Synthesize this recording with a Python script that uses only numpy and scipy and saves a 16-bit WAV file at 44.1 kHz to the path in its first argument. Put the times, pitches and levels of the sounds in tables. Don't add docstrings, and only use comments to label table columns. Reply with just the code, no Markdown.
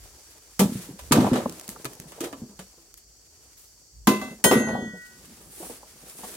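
import sys
import numpy as np
from scipy import signal
from scipy.fft import rfft, irfft, next_fast_len
from scipy.io import wavfile

SR = 44100
rng = np.random.default_rng(int(sys.argv[2]) if len(sys.argv) > 2 else 0)


def transcribe(signal):
    frames = np.atleast_2d(signal).T
    limited = np.clip(frames, -1, 1)
    pcm = np.round(limited * 32767).astype(np.int16)
    wavfile.write(sys.argv[1], SR, pcm)


N = 280476
TIME = np.arange(N) / SR

PANEL_TONES = [105, 145, 180, 258, 312, 345, 378, 410, 438, 475, 505, 560, 622, 648, 725, 763, 840, 903,
               965, 1028, 1135, 1215, 1340, 1590, 1790]
# f/Hz, likeness (0 to 1)
EAR_LIKENESS = [(50, 0.83), (200, 0.96), (400, 0.94), (700, 0.77), (1300, 0.33), (2400, 0.15), (8000, 0.02)]
# t/s, rustle level/dB, swish level/dB, swish build-up/s
GRASS_PUSHES = [(5.658, -50, -43.5, 0.12), (6.27, -49.5, -45.5, 0.15)]


def from_db(db):
    return 10 ** (np.asarray(db) / 20)


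def together_db(*gains):
    return 10 * np.log10(sum(g ** 2 for g in gains) + 1e-20)


def unit_power(x):
    return x / np.sqrt(np.mean(x ** 2) + 1e-20)


def at_hz(points, hz):
    f, value = np.transpose(points)
    return np.interp(np.log(np.maximum(hz, 1)), np.log(f), value)


def in_time(points):
    return np.interp(TIME, *np.transpose(points))


def add(out, start_s, sound):
    i = max(round(start_s * SR), 0)
    out[:, i:i + sound.shape[-1]] += sound[..., :N - i]


def fade(t, t60, rise_s):
    return (1 - np.exp(-t / rise_s)) * np.exp(-np.log(1000) * t / t60)


def swells(rows, width_s):
    return sum(from_db(db) * np.exp(-.5 * ((TIME - s) / width_s) ** 2) for s, db, *_ in rows)


def drift(per_s, count=N):
    targets = rng.standard_normal(int(per_s * count / SR) + 2)
    return unit_power(np.interp(TIME[:count] * per_s, np.arange(len(targets)), targets))


def two_ears(pair, hz):
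    alike = np.clip(at_hz(EAR_LIKENESS, hz), 0, .995)
    mid, side = np.sqrt(1 + alike) * pair[0], np.sqrt(1 - alike) * pair[1]
    return np.array([mid + side, mid - side])


def coloured(white, spectrum, tilt_db=0):
    count = white.shape[-1]
    size = next_fast_len(count)
    hz = np.maximum(np.fft.rfftfreq(size, 1 / SR), 1)
    bass_cut = 1 / np.sqrt(1 + (spectrum[0][0] / hz) ** 4)
    gain = bass_cut * from_db(at_hz(spectrum, hz) + tilt_db * np.log2(hz))
    shaped = two_ears(rfft(white, size), hz) * gain
    return unit_power(irfft(shaped, size)[:, :count])


def grainy(count, spread_db, size=24):
    grains = from_db(spread_db * np.clip(rng.standard_normal(count // size + 1), -2.5, 2.5))
    return rng.standard_normal((2, count)) * np.repeat(grains, size)[:count]


def air_and_insects(air_db=-64.5, insect_db=-57):
    # f/Hz, level/dB
    air_spectrum = [(110, -9), (230, 2.5), (370, 4), (600, -4), (1200, -10.5), (2500, -11), (4000, -11.5),
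                    (9000, -6.5), (16000, -9)]
    insect_spectrum = [(3000, -34.5), (3950, -17.5), (4500, 5), (5200, -1.5), (5800, 5), (6300, 0),
                       (7000, 3), (8300, -1.5), (9500, -17), (15000, -18.5)]
    air = from_db(air_db) * coloured(rng.standard_normal((2, N)), air_spectrum)
    insect_gain = from_db(insect_db + 1.1 * drift(4.8))
    return air + insect_gain * coloured(rng.standard_normal((2, N)), insect_spectrum)


def rumble(shudder, breeze_db=-62):
    # t/s, level/dB
    deep_swells = [(0.03, -52), (1.1, -42.5), (4.02, -51)]
    # f/Hz, level/dB
    spectrum = [(30, -24.5), (40, -2.5), (55, 6.5), (80, -5), (130, -10.5), (250, -27.5), (600, -64.5)]
    level_db = together_db(shudder, from_db(breeze_db), swells(deep_swells, width_s=0.066))
    return from_db(level_db + drift(60)) * coloured(rng.standard_normal((2, N)), spectrum)


def rustle(level_db, boost_db=6, flutter_db=2, crackles_per_s=63, crackle_db=-1, crackle_t60=0.011):
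    # f/Hz, level/dB
    spectrum = [(600, -11), (1300, -1.5), (2800, -2.5), (5000, -3), (9000, 1), (12000, -3), (16000, -7.5)]
    catches = (rng.random(N) < crackles_per_s / SR) * rng.random(N) * from_db(crackle_db)
    decay = np.exp(-np.log(1000) / (crackle_t60 * SR))
    crackle = signal.lfilter([1], [1, -decay], catches + 1e-18)
    gain = from_db(level_db + boost_db + flutter_db * drift(45))
    return gain * (1 + crackle) * coloured(grainy(N, spread_db=0.5), spectrum)


def loose_fruit(level_db, per_s, spread_db, t60, low_hz, soft_hz):
    drops = (rng.random(N) < per_s / SR) * from_db(spread_db * np.minimum(rng.standard_normal(N), 1))
    at, out = np.flatnonzero(drops), np.zeros((2, N))
    decay = np.exp(-np.log(1000) / (t60 * SR))
    for hz in PANEL_TONES:
        taps = np.full((2, N), 1e-18)
        taps[:, at] = drops[at] * two_ears(rng.standard_normal((len(at), 2)).T, hz)
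        step = 2 * np.pi * hz / SR
        ringing = signal.lfilter([0, np.sin(step)], [1, -2 * decay * np.cos(step), decay ** 2], taps)
        weight = 1 / np.hypot(1, (low_hz / hz) ** 2) / np.hypot(1, hz / soft_hz)
        out += weight * ringing
    return from_db(level_db) * unit_power(out)


def through_sheet(x, direct_db=-1.5, sheet_db=-6.5, t60=0.1, tones=110):
    t = TIME[:SR // 8]
    hz = rng.uniform(900, 15500, (tones, 1))
    strength = rng.standard_normal((2, tones))
    ring = strength @ np.sin(2 * np.pi * hz * t) * fade(t, t60, rise_s=0.00027)
    ring /= np.sqrt(np.sum(ring ** 2, axis=1, keepdims=True))
    return from_db(direct_db) * x + from_db(sheet_db) * signal.fftconvolve(x, ring, axes=1)[:, :N]


def dry_spikes(clump_db=1.5, snap_t60=0.0078):
    # t/s, level/dB, t60/s, tilt/(dB per octave)
    crunches = [(0.592, -16.5, 0.18, 5.5), (0.989, -37, 0.087, 2.5), (1.112, -20, 0.063, -2.5),
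                (1.12, -5.5, 0.05, 2.7), (1.129, -25, 0.73, 1), (1.331, -27.5, 0.16, 0.5),
                (1.354, -28.5, 0.26, 0), (1.688, -35, 0.16, 8), (1.853, -22.5, 0.036, 1.5),
                (2.118, -45, 0.23, 1), (2.204, -31, 0.15, 3.5), (2.238, -29.5, 0.15, 3),
                (2.327, -30.5, 0.051, -2), (2.59, -38, 0.13, 2.5), (2.972, -44, 0.1, 9),
                (3.569, -48, 0.62, 10), (4.071, -11, 0.059, -0.5), (4.078, -26.5, 0.41, 2),
                (4.440, -11.5, 0.078, 3), (4.511, -19.5, 0.27, -0.5), (4.683, -35, 0.16, -2)]
    # t/s, level/dB
    snaps = [(1.121, -10), (1.496, -25.5), (1.524, -30), (1.587, -45), (1.597, -25.5), (1.612, -29),
             (1.679, -26), (1.691, -20.5), (1.846, -22.5), (1.853, -23), (1.934, -34), (1.952, -35),
             (2, -24.5), (2.12, -33), (2.207, -21.5), (2.328, -36), (2.592, -38), (2.941, -32),
             (6.098, -30.5)]
    # f/Hz, level/dB
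    spectrum = [(700, 14), (1300, 11.5), (2500, 3), (4500, 0), (7000, -1.5), (11000, -7), (16000, -15.5)]
    out = np.zeros((2, N))
    t = TIME[:SR // 2]
    for s, db, t60, tilt_db in crunches:
        clumps = unit_power(from_db(clump_db * drift(300, len(t))))
        cracks = coloured(grainy(len(t), spread_db=-2.0), spectrum, tilt_db)
        add(out, s, from_db(db) * clumps * fade(t, t60, rise_s=0.0012) * cracks)
    out = through_sheet(out)
    t = TIME[:SR // 20]
    for s, db in snaps:
        bright_noise = coloured(rng.standard_normal((2, len(t))), spectrum, tilt_db=7.5)
        add(out, s, from_db(db) * fade(t, snap_t60, rise_s=.0001) * bright_noise)
    return out


def settling(rise_s=0.085, rolling_db_per_s=21, resting_db_per_s=135.5, shudder_db=-18):
    # t/s, fruit level/dB, fibre level/dB, rolling time/s
    landings = [(0.594, -46.5, -45.5, 0.27), (1.116, -28, -66, 0.3), (1.66, -46, -64, 0.64),
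                (2.2, -46.5, -77, 0.2), (4.071, -39.5, -51, 0.25), (4.441, -27.5, -56, 0.32)]
    fruit, fibres, shudder = np.zeros((3, N))
    for s, fruit_db, fibre_db, rolling_s in landings:
        t = np.maximum(TIME - s, 0)
        fall_db = rolling_db_per_s * np.minimum(t, rolling_s)
        fall_db += resting_db_per_s * np.maximum(t - rolling_s, 0)
        motion = (1 - np.exp(-t / rise_s)) * from_db(-fall_db)
        fruit += from_db(fruit_db) * motion
        fibres += from_db(fibre_db) * motion
        shudder += from_db(fruit_db + shudder_db) * fade(t, t60=0.47, rise_s=.004)
    return fruit, fibres, shudder


def panels(t, centre_hz, t60, contact_s, load_shift=0.02555, top_hz=1150):
    count = len(PANEL_TONES)
    hz = np.array(PANEL_TONES) * (1 + load_shift * rng.standard_normal(count))
    weight = 1 / (1 + np.log2(hz / centre_hz) ** 2) ** 2
    weight /= np.hypot(1, (hz / top_hz) ** 4)
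    size_and_phase = rng.uniform(0.34, 1, (2, count)) * np.exp(2j * np.pi * rng.random((2, count)))
    strength = two_ears(size_and_phase, hz) * weight
    phase = 2 * np.pi * hz[:, None] * t
    shape = fade(t, t60, rise_s=contact_s)
    wave = (strength.real @ np.sin(phase) + strength.imag @ np.cos(phase)) * shape
    return unit_power(wave) * np.sqrt(np.mean(shape ** 2))


def tray_booms(stiffening=0.055, ears_apart_rad=0.099, lowest_hz=75):
    # t/s, boom level/dB, boom f/Hz, boom t60/s, panel level/dB
    blows = [(0.595, -12.5, 205.3, 0.23, -14.5), (0.617, -13, 201.7, 0.14, -27.5),
             (0.642, -20.5, 206, 0.13, -36), (0.656, -17.5, 205, 0.084, -31), (0.693, -28, 211, 0.13, -47),
             (0.721, -26, 211, 0.086, -43), (0.755, -24.5, 202, 0.077, -41), (0.784, -34, 183, 0.16, -46),
             (0.891, -30.5, 286, 0.051, -42.5), (0.936, -38.5, 208, 0.11, -56), (1.11, -14, 253, 0.07, -24),
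             (1.122, -19, 148.3, 0.31, -22), (1.141, -15.5, 212, 0.12, -16.5),
             (1.169, -7.5, 230, 0.042, -25), (1.183, -8, 265, 0.067, -24.5), (1.202, -15, 215, 0.06, -26.5),
             (1.218, -21.5, 253.6, 0.14, -21), (1.242, -17.5, 233, 0.15, -31),
             (1.261, -18.5, 226, .09, -28.5), (1.316, -13, 246, 0.13, -20),
             (1.355, -22.5, 242, 0.16, -20.5), (1.379, -22.5, 208.2, 0.073, -22.5),
             (1.457, -19, 245, 0.053, -31.5), (1.688, -34.5, 206, 0.073, -53),
             (1.85, -30.5, 306, 0.033, -37.5), (1.998, -33, 139, 0.019, -46),
             (2.056, -40.5, 166, 0.063, -53), (2.208, -28, 331, 0.092, -32),
             (2.257, -29.5, 341, 0.061, -31), (2.329, -39, 269, 0.24, -40.5),
             (2.418, -32, 239, 0.15, -42.5), (2.495, -47.5, 201, 0.23, -59), (2.591, -40.5, 197, 0.18, -41),
             (2.776, -58.5, 352, 0.34, -59.5), (4.078, -11, 263, 0.14, -18), (4.108, -20, 203.7, 0.23, -23),
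             (4.217, -33, 263, 0.15, -31.5), (4.246, -34, 242, 0.25, -44), (4.312, -40.5, 221, 0.28, -41),
             (4.442, -18, 229, 0.24, -12.5), (4.458, -12.5, 217, 0.028, -12), (4.51, -14, 253, 0.095, -10),
             (4.525, -12, 437, 0.099, -19), (4.555, -12.5, 221.6, 0.16, -17),
             (4.602, -21, 223, 0.23, -21.5), (4.648, -27, 223, 0.18, -47), (4.683, -26.5, 222, 0.15, -22.5),
             (4.724, -25.5, 218, 0.14, -27), (4.749, -26, 212, 0.16, -32.5), (4.787, -27, 219, 0.13, -28.5),
             (4.823, -30.5, 223, 0.24, -35), (4.858, -33.5, 212.4, 0.17, -52),
             (4.894, -35.5, 215.4, 0.17, -52), (4.934, -37, 187, 0.18, -39), (5.602, -39.5, 352, 0.16, -39),
             (5.625, -44, 180, 0.14, -37), (5.7, -45.5, 247, .18, -47), (6.233, -41.5, 213, 0.12, -32)]
    out = np.zeros((2, N))
    for s, boom_db, boom_hz, boom_t60, panel_db in blows:
        hardness_db = panel_db - boom_db
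        centre_hz = 495 * 2 ** (hardness_db / 11.5)
        panel_t60 = 0.14 * 2 ** (-hardness_db / 12.5)
        t = TIME[:int(max(boom_t60, panel_t60) * SR)]
        bend = fade(t, boom_t60, rise_s=0.00056)
        sway, press = .065 * drift(130, len(t)), from_db(1.8 * drift(110, len(t)))
        pitch_hz = boom_hz * (1 + stiffening * (bend - .5) + sway)
        ear_phase = ears_apart_rad * rng.standard_normal((2, 1))
        boom = bend * press * np.sqrt(2) * np.sin(2 * np.pi * np.cumsum(pitch_hz) / SR + ear_phase)
        clatter = panels(t, centre_hz, panel_t60, contact_s=0.0051)
        add(out, s, from_db(boom_db) * boom + from_db(panel_db) * clatter)
    return signal.sosfilt(signal.butter(2, lowest_hz, "high", fs=SR, output="sos"), out)


def fruit_knocks():
    # t/s, level/dB, centre f/Hz, t60/s
    knocks = [(0.6, -23, 850, 0.19), (0.988, -48, 620, 0.12), (1.172, -20, 790, 0.16),
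              (1.243, -15, 820, 0.052), (1.266, -18, 830, 0.079), (1.458, -11.5, 753, 0.025),
              (1.761, -30, 1360, 0.021), (2.121, -34, 660, 0.022), (2.18, -39.5, 610, 0.13),
              (2.23, -26.5, 404, 0.11), (4.073, -22, 1000, 0.078), (4.747, -25, 750, 0.15),
              (3.775, -61, 1400, 0.033), (3.815, -58.5, 521, 0.047), (5.626, -36, 800, 0.052),
              (5.697, -29, 496, 0.051), (5.829, -38, 850, 0.045), (6.243, -37, 950, 0.06)]
    out = np.zeros((2, N))
    for s, db, centre_hz, t60 in knocks:
        add(out, s, from_db(db) * panels(TIME[:int(t60 * SR)], centre_hz, t60, contact_s=0.0018))
    return out


def frame_jolts(sag=0.14):
    # t/s, level/dB, f/Hz, t60/s
    jolts = [(0.751, -29, 120, 0.15), (0.905, -32, 140, 0.072), (1.123, -28, 118, 0.1),
             (1.17, -17.5, 112, .12), (1.205, -22, 129, 0.11), (1.317, -14.5, 127, 0.079),
             (1.382, -37.5, 130, .1), (1.855, -32, 135.1, 0.12), (2.427, -31, 140, 0.077),
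             (4.083, -31.5, 141, 0.21), (4.556, -19, 135, .14), (4.79, -40, 138, 0.3)]
    out = np.zeros((2, N))
    for s, db, hz, t60 in jolts:
        bend = fade(TIME[:int(t60 * SR)], t60, rise_s=0.0017)
        pitch_hz = hz * (1 + sag * (bend - .5))
        add(out, s, from_db(db) * bend * np.sin(2 * np.pi * np.cumsum(pitch_hz) / SR))
    return out


def ringing_steel(tones, blows, m_per_s, waver_db=1.2, detune=.0007, sound_m_per_s=343):
    # f/Hz, share reflected (0 to 1)
    reflection = [(1479, .58), (1925, .12), (3113, .6), (6500, .55), (9000, .35)]
    out = np.zeros((2, N))
    for hz, db, t60 in tones:
        t = TIME[:int(min(2 * t60, 1) * SR)]
        ear_phase = np.arccos(np.clip(at_hz(EAR_LIKENESS, hz), 0, 1)) * rng.choice([-.5, .5])
        swing = np.sin(2 * np.pi * (rng.uniform(2.4, 8.5) * t + rng.random()))
        phase = 2 * np.pi * hz * np.cumsum(1 + detune * swing) / SR
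        echo = at_hz(reflection, hz)
        pulsing = (1 + echo * np.exp(2j * np.pi * hz * t * m_per_s / sound_m_per_s)) / (1 + echo)
        shape = from_db(waver_db * swing) * fade(t, t60, rise_s=1 / hz)
        tone = pulsing * shape * np.exp(1j * np.array([phase + ear_phase, phase - ear_phase]))
        for s, blow_db, free_s, damping_db_per_s in blows:
            strength = from_db(db + blow_db - damping_db_per_s * np.maximum(t - free_s, 0))
            add(out, s, strength * (tone * np.exp(2j * np.pi * rng.random())).real)
    return out


def clangs(tool_m_per_s=.25, sheet_count=140):
    # t/s, bowl/dB, rim/dB, tool/dB, sheet/dB, free ringing/s, damping/(dB per s)
    strikes = [(4.071, -0.5, -1, -46, 8, 0.097, 98), (4.214, -46, -10.5, -35, -18, 0.11, 243),
               (4.440, -11.5, -19, 2.5, -6, 0.6, 91), (4.512, -19, -3, -11, -26, 0.12, 64)]
    # f/Hz, level/dB, t60/s
    tool_tones = [(1479, -29, 2.15), (1535, -30.5, .85), (1925, -24.5, 1.7), (2420, -40, .35),
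                  (3113, -26.5, .8), (3407, -40, 1.4), (3830, -43, .9), (4196, -36, .85), (4620, -45, .9),
                  (5116, -28, .34), (6090, -39, .5), (6173, -35, .75), (6363, -37, .65), (6484, -28, .85),
                  (6604, -30, .8), (7168, -29.5, .6), (7588, -26, .38), (7780, -40, .6), (8846, -17, .26),
                  (8910, -29, .2), (9885, -19, .27), (9990, -33, .2), (10712, -25.5, .52), (10790, -34, .4),
                  (13370, -33, .4), (13495, -22, .29), (13661, -27, .23), (13820, -31, .2),
                  (14389, -30, .2), (14520, -37, .3), (14658, -31, .35), (14840, -36, .2),
                  (15247, -25, .17), (15630, -32, .17)]
    bowl_tones = [(210, -11, .42), (334, -17, .27), (365, -22, .45), (452, -29, .25), (1028, -15.5, .32)]
    rim_tones = [(621, -35, .8), (763, -32, .4), (962, -31, .25), (1135, -33, .25), (1168, -27, .25),
                 (1540, -33, .45), (2035, -24.5, .55), (2651, -31.5, .6), (2688, -39, .7), (3398, -40, .45),
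                 (3735, -39, .5), (4170, -36, .3), (4570, -40, .25), (5103, -38, .2), (6444, -44, .6),
                 (6574, -41, .45), (7601, -38, .2), (8810, -44, .2)]
    sheet_hz = rng.uniform(1302, 15500, sheet_count)
    sheet_levels_db = -44.5 + 3 * rng.standard_normal(sheet_count)
    sheet_t60 = 0.12 * rng.uniform(0.29, 1.7, sheet_count)
    sheet_tones = zip(sheet_hz, sheet_levels_db, sheet_t60)
    s, bowl_db, rim_db, tool_db, sheet_db, free_s, damping = np.transpose(strikes)
    parts = [(tool_tones, tool_db, tool_m_per_s), (bowl_tones, bowl_db, 0),
             (rim_tones, rim_db, 0), (sheet_tones, sheet_db, 0)]
    return sum(ringing_steel(tones, list(zip(s, db, free_s, damping)), m_per_s)
               for tones, db, m_per_s in parts)


def wheel(bump_db=4.0):
    # t/s, level/dB
    rolling = [(4.9, -100), (5.12, -56.5), (5.4, -60.5), (5.9, -65.5), (6.36, -58)]
    # f/Hz, level/dB
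    spectrum = [(130, -2.5), (210, -1), (300, -8), (500, -17), (1000, -49.5)]
    gain = from_db(in_time(rolling) + bump_db * drift(28))
    return gain * coloured(rng.standard_normal((2, N)), spectrum)


def grass_swish(fall_s=0.081, flutter_db=1.5):
    # f/Hz, level/dB
    spectrum = [(6500, -7), (9000, 2), (12000, -4), (16000, -10)]
    gain = sum(swells([(s, db)], width_s=np.where(TIME < s, rise_s, fall_s))
               for s, _, db, rise_s in GRASS_PUSHES)
    return gain * from_db(flutter_db * drift(70)) * coloured(grainy(N, spread_db=2.5), spectrum)


def scene():
    # t/s, level/dB
    stirring = [(0, -59.5), (.5, -62.5), (1.05, -57), (1.6, -54.5), (2.4, -62), (2.8, -65.5), (3.05, -73.5),
                (3.5, -66), (4.0, -76.5), (4.9, -66.5), (5.2, -61), (5.45, -58.5), (5.85, -61),
                (6.05, -54.5), (6.36, -58.5)]
    stir_db = in_time(stirring)
    push = swells(GRASS_PUSHES, width_s=0.074)
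    fruit, fibres, shudder = settling()
    stirred_fruit = from_db(-64.5 + 1.14 * (stir_db - stir_db.mean()))
    jostle_db = together_db(stirred_fruit, from_db(1) * push)
    rustle_db = together_db(fibres, from_db(stir_db), push)
    surroundings = air_and_insects() + rumble(shudder) + rustle(rustle_db) + grass_swish() + wheel()
    hits = clangs() + dry_spikes() + fruit_knocks() + tray_booms() + frame_jolts()
    tumbling = loose_fruit(together_db(fruit), per_s=170, spread_db=5, t60=0.09, low_hz=120, soft_hz=375)
    jostling = loose_fruit(jostle_db, per_s=97, spread_db=0, t60=0.12, low_hz=307.4, soft_hz=384)
    return surroundings + hits + tumbling + jostling


def record(dry):
    ceiling, lowest_hz, highest_hz = .8, 36, 16100
    rounded = ceiling * np.tanh(dry / ceiling)
    trimmed = signal.sosfilt(signal.butter(2, lowest_hz, "high", fs=SR, output="sos"), rounded)
    return signal.sosfilt(signal.ellip(10, .1, 90, highest_hz, fs=SR, output="sos"), trimmed)


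dry = scene()
out = record(dry)
transcribe(out)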